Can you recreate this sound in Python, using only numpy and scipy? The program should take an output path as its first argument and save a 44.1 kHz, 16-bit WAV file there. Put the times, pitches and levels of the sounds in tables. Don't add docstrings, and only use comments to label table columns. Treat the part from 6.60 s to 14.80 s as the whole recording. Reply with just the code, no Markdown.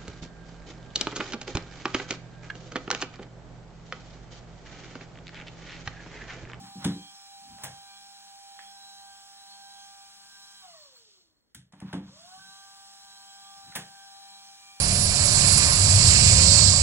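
import sys
import numpy as np
from scipy import signal
from scipy.fft import rfft, irfft, next_fast_len
from scipy.io import wavfile

SR = 44100
rng = np.random.default_rng(int(sys.argv[2]) if len(sys.argv) > 2 else 0)


def materialize(psi):
    bounded = np.clip(np.atleast_2d(psi).T, -1, 1)
    quanta = np.round(bounded * 32767).astype(np.int16)
    wavfile.write(sys.argv[1], SR, quanta)


N = 361619

FULL_HZ, SECOND_HZ = 197.6, 196.9
# centre in Hz, width in Hz, lift in dB.
HOUSING_MODES = [(1125, 80, 16), (1600, 200, 7), (1850, 200, 10), (7690, 470, 4.5)]


def gain_of(db):
    return 10 ** (np.asarray(db) / 20)


def evened(x):
    return x / np.sqrt(np.mean(x ** 2) + 1e-20)


def read(points, hz):
    f, value = np.transpose(points)
    return np.interp(np.log(hz + 1), np.log(f + 1), value)


def read_linear(points, x):
    return np.interp(x, *np.transpose(points))


def humps_db(modes, hz):
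    return sum(db / (1 + (2 * (hz - f) / width) ** 2) for f, width, db in modes)


def add(mix, s, sound):
    part = mix[:, round(s * SR):][:, :sound.shape[1]]
    part += sound[:, :part.shape[1]]


def drift(x, rate):
    return evened(sum(np.sin(2 * np.pi * (f * x + rng.random())) / np.sqrt(f)
                      for f in np.geomspace(rate / 20, rate, 12)))


def coarse_drift(t, rate_hz):
    return np.interp(t, t[::64], drift(t[::64], rate_hz))


def noise(length, db_of, size=1024):
    frames = 4 * length // size + 5
    hz = np.fft.rfftfreq(size, 1 / SR)[:, None]
    a, b = rng.standard_normal((frames, len(hz), 2, 2)).T
    z = (a + 1j * b) * gain_of(db_of(hz, np.arange(frames) * size / 4 / SR))
    return signal.istft(z, nperseg=size, noverlap=3 * size // 4)[1][:, :length]


def microphones(pair):
    # Hz, left-right likeness from 0 to 1.
    likeness = [(100, 0.94), (1000, 0.97), (1500, 0.92), (2400, 0.021), (3400, 0.72), (4000, 1), (4900, 1),
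                (5500, 0.78), (6500, 0.39), (7600, 0.94), (8600, .999), (9700, 0.95), (10700, 0.68),
                (11900, .999), (13800, .999), (15000, 0.44)]
    # Hz, phase in radians by which left leads.
    left_lead_rad = [(0, 0), (350, -.1), (780, -.9), (1640, -.5), (2400, -2.1), (3800, -np.pi),
                     (5000, -np.pi), (7600, -2 * np.pi), (9600, -2 * np.pi), (11700, -3 * np.pi),
                     (14000, -3 * np.pi), (16000, -4 * np.pi)]
    # Hz, left minus right in dB.
    tilt_db = [(300, 2), (3400, -2.5), (4300, 0)]
    size = next_fast_len(N + 4096)
    hz = np.fft.rfftfreq(size, 1 / SR)
    same = np.clip(read(likeness, hz), 0, 1)
    side = np.array([[.5], [-.5]])
    a, b = rfft(pair, size)
    ports = np.exp(1j * side * read_linear(left_lead_rad, hz)) * gain_of(side * read(tilt_db, hz))
    right = same * a + np.sqrt(1 - same ** 2) * b
    return irfft(np.array([a, right]) * ports, size)[:, :N]


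def shaft_hz(t):
    off_s, coast_s = 4.0, 0.765
    on_s, spin_up_s = 5.377, 0.21
    coast = FULL_HZ * np.exp(-(np.clip(t, off_s, on_s) - off_s) / coast_s)
    climb = np.tanh(np.arctanh(np.minimum(coast / SECOND_HZ, .99)) + (t - on_s) / spin_up_s)
    return np.where(t < on_s, coast, SECOND_HZ * climb)


def log_speed(t):
    return np.log10(shaft_hz(t) / FULL_HZ)


def tone(turns):
    return np.sqrt(2) * np.array([np.sin(2 * np.pi * turns), np.cos(2 * np.pi * turns)])


def blade(t, hz, turns):
    # time in seconds, level in dB.
    level_rows = [(0, -49), (.5, -56), (1.1, -51.5), (2.15, -54), (2.65, -54), (3.05, -52.5), (3.43, -54.5),
                  (3.53, -62), (3.68, -64), (3.73, -78), (3.8, -63), (3.95, -65), (4.0, -80), (4.04, -52.5),
                  (5.76, -54.5), (5.88, -61.5), (6.1, -56), (7.9, -53.5), (7.99, -60), (8.1, -56.5)]
    # delay in seconds, level in dB.
    wall_rows = [(0.0213, -7), (0.0347, -9)]
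    # time in seconds, left minus right in dB, on top of the microphones.
    pan_rows = [(0, -1.5), (3.4, -3.5), (3.6, 12), (4.2, -3), (6, 1), (8.2, 5)]
    db_per_decade, waver_db = 83, 1.5
    db = read_linear(level_rows, t) + db_per_decade * np.log10(hz / FULL_HZ)
    db += waver_db * coarse_drift(t, rate_hz=12)
    echoes = sum(gain_of(wall_db) * tone(4 * (turns - shaft_hz(t - s / 2) * s)) for s, wall_db in wall_rows)
    heard = gain_of(db) * microphones(tone(4 * turns) + echoes)
    return heard * gain_of(np.outer([.5, -.5], read_linear(pan_rows, t)))


def whine(t, hz, turns):
    # time in seconds, then the 6th, 8th, 12th and 39th order in dB.
    swelling_rows = [(0.55, -75, -79, -69, -74), (0.85, -82, -79, -71, -71), (1.3, -74, -66, -67, -74),
                     (1.65, -81, -76, -72, -72), (2.1, -81, -73, -70, -72), (2.45, -73, -66, -82, -66),
                     (2.8, -74, -70, -80, -70), (3.15, -78, -68, -72, -83), (3.5, -71, -69, -74, -79),
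                     (3.85, -71, -66, -72, -77), (6.0, -68, -61, -86, -66), (6.35, -69, -70, -86, -67),
                     (6.7, -69, -67, -75, -64), (6.98, -67, -69, -74, -71), (7.4, -72, -64, -73, -79),
                     (7.7, -73, -74, -69, -70), (8.05, -73, -78, -63, -76)]
    # multiple of the shaft speed, level in dB.
    steady_rows = [(1, -81.5), (5, -74.5), (7, -86), (16, -71.5), (17, -71.5), (20, -64.5), (22, -68.5),
                   (27, -69.5), (28, -72), (32, -74.5)]
    # time in seconds, level in dB.
    ninth_rows = [(7.0, -85), (7.4, -75), (8.05, -80)]
    odd_lift_db = 13
    coarse, coarse_hz = t[::64], hz[::64]
    slowing = np.log10(coarse_hz / FULL_HZ)
    gliding = np.clip(-60 * slowing - .2, 0, 1)
    s, *swelling = np.transpose(swelling_rows)
    # (order, level dB, waver dB)
    levels = [(k, np.interp(coarse, s, db), 2.5) for k, db in zip((6, 8, 12, 39), swelling)]
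    levels += [(9, read_linear(ninth_rows, coarse), 2.5)]
    levels += [(k, db, 2.5 if k < 12 else 5) for k, db in steady_rows]
    out = np.zeros(N)
    for k, db, waver_db in levels:
        lift_db = humps_db(HOUSING_MODES, k * coarse_hz) - humps_db(HOUSING_MODES, k * FULL_HZ)
        lift_db += odd_lift_db * gliding * (k in (7, 9))
        lift_db += gliding * (7 * np.clip(drift(k * coarse_hz, rate=.3), -2.5, 1) - 4)
        speed_db = (40 + .3 * k ** 2) * slowing
        size = gain_of(db + speed_db + lift_db + waver_db * drift(coarse, rate=22))
        out += np.interp(t, coarse, size) * np.sqrt(2) * np.sin(2 * np.pi * (k * turns + rng.random()))
    return out


def air_rush(t, turns):
    # Hz, dB.
    spectrum = [(1800, -26.5), (2600, -10.5), (3300, -1), (4300, 3.5), (5500, 1.5), (6500, -2.5),
                (9000, -5), (10500, -9.5), (12500, -15.5), (15700, -10.5)]
    level_db, bend_db = -53.5, -125
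    flutter_db = 6

    def colour_db(f, u):
        slowing = log_speed(u)
        db = read(spectrum, f) + humps_db(HOUSING_MODES, f) - 40 * (f < 1800)
        db = db - 9 * slowing * np.log2(7000 / (f + 1))
        return db + 160 * np.maximum(slowing, -.12) * np.clip(np.log2((f + 1) / 7000), 0, .5)

    air = noise(N, colour_db)
    slowing = log_speed(t)
    db = level_db + bend_db * slowing ** 2
    db += flutter_db * slowing * coarse_drift(t, rate_hz=30)
    throb = 1 + 0.078 * np.cos(2 * np.pi * turns)
    return gain_of(db) * air / np.std(air[:, :SR]) * throb


def blade_wake():
    # Hz, dB.
    spectrum = [(120, -3), (300, -18), (500, -16.5), (750, 2.5), (1100, -3), (1550, 3.5), (2100, -1),
                (3000, 2.5), (4000, -20.5)]
    level_db, db_per_decade = -66, 44
    shed = noise(N, lambda f, u: read(spectrum, f / 10 ** log_speed(u))
                 + db_per_decade * log_speed(u) - 60 * (f > 4000))
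    return gain_of(level_db) * shed / np.std(shed[:, :SR])


def quiet_floor():
    # Hz, dB.
    spectrum = [(60, 4), (130, -4), (250, -2.5), (450, -5.5), (1100, -16.5), (2000, -13.5), (4000, -58),
                (9000, -27.5), (15000, -29.5)]
    return gain_of(-77) * evened(noise(N, lambda f, u: read(spectrum, f), size=2048))


def scrape(start_s, loudest_s, end_s, db, rumble_db):
    # Hz, dB.
    spectrum = [(60, -4.5), (170, 7.5), (400, -15.5), (900, 1), (1700, -4), (2600, -9), (4000, -4.5),
                (9000, -26)]
    t = np.arange(start_s, end_s, 1 / SR)
    grain = gain_of(2.2 * drift(t, rate=120))
    swell = np.interp(t, [start_s, loudest_s, end_s], [0, 1, 0]) ** 1.66
    rub = noise(len(t), lambda f, u: read(spectrum, f) + rumble_db * (f < 300), size=512)
    return gain_of(db) * evened(rub) * grain * swell


def thump(db, centre_hz):
    # Hz before a random detune, level in dB.
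    floor_modes = [(58, 4.5), (80, 1), (100, 0.5), (128, 2), (158, 0), (188, 3), (213, -3.5), (283, 1),
                   (346, -2.5), (420, -5.5), (515, -0.5)]
    t60_s = 0.28
    t = np.arange(SR // 2) / SR
    hz, mode_db = np.transpose(floor_modes)[:, :, None]
    start_db = mode_db - 18 * abs(np.log2(hz / centre_hz))
    decay_db = 60 * t / (t60_s * (190 / hz) ** 0.23)
    detune = rng.uniform(.96, 1.04, hz.shape)
    phase = rng.uniform(-.12, .12, hz.shape)
    ring = (gain_of(start_db - decay_db) * np.sin(2 * np.pi * (hz * detune * t + phase))).sum(0)
    ring *= 1 - np.exp(-(t / 0.003) ** 2)
    return gain_of(db) * np.tile(ring, (2, 1)) / np.sqrt(2 * np.sum(gain_of(start_db) ** 2))


def click(db, low_db, mid_db, high_db, top_db, rattle_s):
    # centre in Hz, width in Hz, lift in dB.
    body_modes = [(892, 110, 9), (1703, 460, 8.5), (3290, 480, 6), (3680, 300, 6), (7860, 900, 0.5)]
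    # Hz, reverberation t60 in seconds.
    room_t60 = [(200, 0.72), (1000, 0.22), (3000, 0.29), (8000, 0.23), (15000, 0.095)]
    impacts_per_s, clatter_db = 2200, 3
    t = np.arange(SR // 3) / SR
    colour = [(200, low_db - 32.5), (650, low_db), (1050, low_db), (1500, mid_db), (2400, mid_db),
              (3800, 0), (6000, high_db), (9500, high_db), (12000, top_db)]

    def body_db(f):
        return read(colour, f) + humps_db(body_modes, f)

    clatter = gain_of(clatter_db * np.clip(drift(t, rate=1600), -2, 2))
    rattle = clatter * np.exp(-t / rattle_s)
    puff = noise(len(t), lambda f, u: body_db(f), size=256) * rattle * np.minimum(t / .0014, 1)

    when, sign = rng.random((len(t), 2)).T
    impacts = (when < impacts_per_s / SR) * np.sign(sign - .5) * rattle
    impacts[20] = 1
    cepstrum = irfft(np.log(gain_of(body_db(np.fft.rfftfreq(2048, 1 / SR)))))
    cepstrum[1:1024] *= 2
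    cepstrum[1025:] = 0
    body_ring = irfft(np.exp(rfft(cepstrum)))
    crack = signal.hilbert(signal.oaconvolve(impacts, body_ring)[:len(t)])
    crack_pair = np.array([crack.real, crack.imag]) / np.linalg.norm(crack.real)
    burst = 0.6 * crack_pair + 0.69 * puff / np.linalg.norm(puff[0])

    tail = noise(len(t), lambda f, u: body_db(f) - 60 * u / read(room_t60, f), size=256)
    tail_gain = gain_of(-10.5) * (rattle_s / 0.0053) ** 0.76
    tail = tail_gain * tail / np.std(tail[:, :800]) * (1 - np.exp(-t / 0.0031))
    return gain_of(db) * (burst * np.sqrt(rattle_s * SR / 2) + tail * np.sqrt(clatter))


def bearing():
    # Hz, lift in dB.
    mode_rows = [(1110, 8.5), (1520, 5.5), (4280, 33.5), (5100, 11.5), (7600, 20), (8800, 11),
                 (15500, 15.5)]
    # time in seconds, dB.
    level_rows = [(3.95, -67), (4.12, -61.5), (4.25, -59), (4.29, -71), (4.37, -56), (4.47, -76.5),
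                  (4.52, -72), (4.58, -68), (4.66, -77), (4.8, -79), (4.92, -88), (5.4, -89)]
    t = np.arange(N) / SR
    modes = [(hz, max(hz / 30, 130), db) for hz, db in mode_rows]
    rub = noise(N, lambda f, u: humps_db(modes, f) - 3.3 * np.log2(1 + f / 3000) - 30 * (f < 700), size=512)
    level_db = np.interp(t, *np.transpose(level_rows), left=-140, right=-140)
    return gain_of(level_db) * evened(rub)


def fan():
    t = np.arange(N) / SR
    hz = shaft_hz(t)
    turns = np.cumsum(hz * (1 + 0.000923 * coarse_drift(t, rate_hz=9))) / SR
    body = whine(t, hz, turns) + air_rush(t, turns) + blade_wake() + bearing()
    return blade(t, hz, turns) + microphones(body)


def handling():
    # start, loudest and end in seconds, level in dB, extra rumble under 300 Hz in dB.
    scrape_rows = [(0, 0.043, 0.23, -54, 1), (0.161, 0.248, 0.42, -43.5, 1),
                   (0.759, 0.927, 1.08, -56.5, 15), (0.94, 1.04, 1.24, -53, 0), (5.099, 5.236, 6, -57, 2),
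                   (5.26, 5.3, 5.4, -57, 0), (6.94, 6.978, 7.03, -59.5, -0.5),
                   (7.0, 7.085, 7.15, -57.5, 14), (7.07, 7.167, 7.3, -52, -3)]
    # start in seconds, level in dB, centre in Hz.
    thump_rows = [(0.009, -38, 198.5), (0.155, -31, 190), (0.253, -13.5, 221), (0.283, -34, 197),
                  (0.35, -35.5, 280), (1.035, -38.5, 129), (1.096, -47, 146), (4.95, -45.5, 155),
                  (4.963, -41.5, 151), (5.133, -43, 192), (5.164, -49, 203), (5.223, -27, 189),
                  (5.334, -22, 226), (5.359, -27.5, 225), (5.399, -31.5, 211), (5.438, -43, 131),
                  (5.773, -53, 171), (5.86, -56, 185), (7.158, -34, 165), (7.165, -42, 420)]
    # start in seconds, level in dB, then 600-1100 Hz, 1.5-2.5 kHz, 5-10 kHz and above 11 kHz
    # in dB relative to 3-5 kHz, rattle time in seconds.
    click_rows = [(0.244, -25.5, -0.5, -4.5, -2.5, -11.5, 0.0059), (0.250, -31.5, 5, 5, -15, -16, 0.0043),
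                  (0.984, -48.5, 15.5, 4, -7, -20, .006), (1.022, -45, 8, -1, 2, 2, .005),
                  (1.035, -28.5, 9.5, 2.5, 6, 9, 0.0084), (1.050, -34.5, -3, 8, 2, 3, .004),
                  (1.991, -33, 0, 13, -14, -20, .0014), (5.202, -43, 0, 4, 3, -6, .002),
                  (4.947, -36.5, -12, -3, 0.5, -1, 0.0037), (5.123, -52.5, 1, -4, -2.5, -29, 0.0054),
                  (5.133, -52, 27, 19, -10, -25, 0.0057), (5.215, -47.5, 31, 22, -11, -20, 0.0076),
                  (5.283, -52.5, 0, 4, -20, -27, 0.0045), (5.329, -32.5, 11.5, 3.5, -5, -17, 0.0069),
                  (7.121, -46, -2, 14, -8, -20, .004), (7.152, -28, 7.5, -5, 3.5, -11, 0.0045),
                  (7.157, -26, 0, 4, 3, 7.5, 0.0068), (7.164, -29.5, -4, 7, -6, 3, 0.0045)]
    mix = np.zeros((2, N))
    for row in scrape_rows:
        add(mix, row[0], scrape(*row))
    for s, *row in thump_rows:
        add(mix, s, thump(*row))
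    for s, *row in click_rows:
        add(mix, s, click(*row))
    return mix


def scene():
    return fan() + microphones(handling()) + quiet_floor()


def record(dry):
    thinned = signal.sosfilt(signal.butter(3, 45, "high", fs=SR, output="sos"), dry)
    band_limit = signal.firwin(511, 15950, window=("kaiser", 9), fs=SR)
    return signal.oaconvolve(thinned, band_limit[None], "same")


dry = scene()
out = record(dry)
materialize(out)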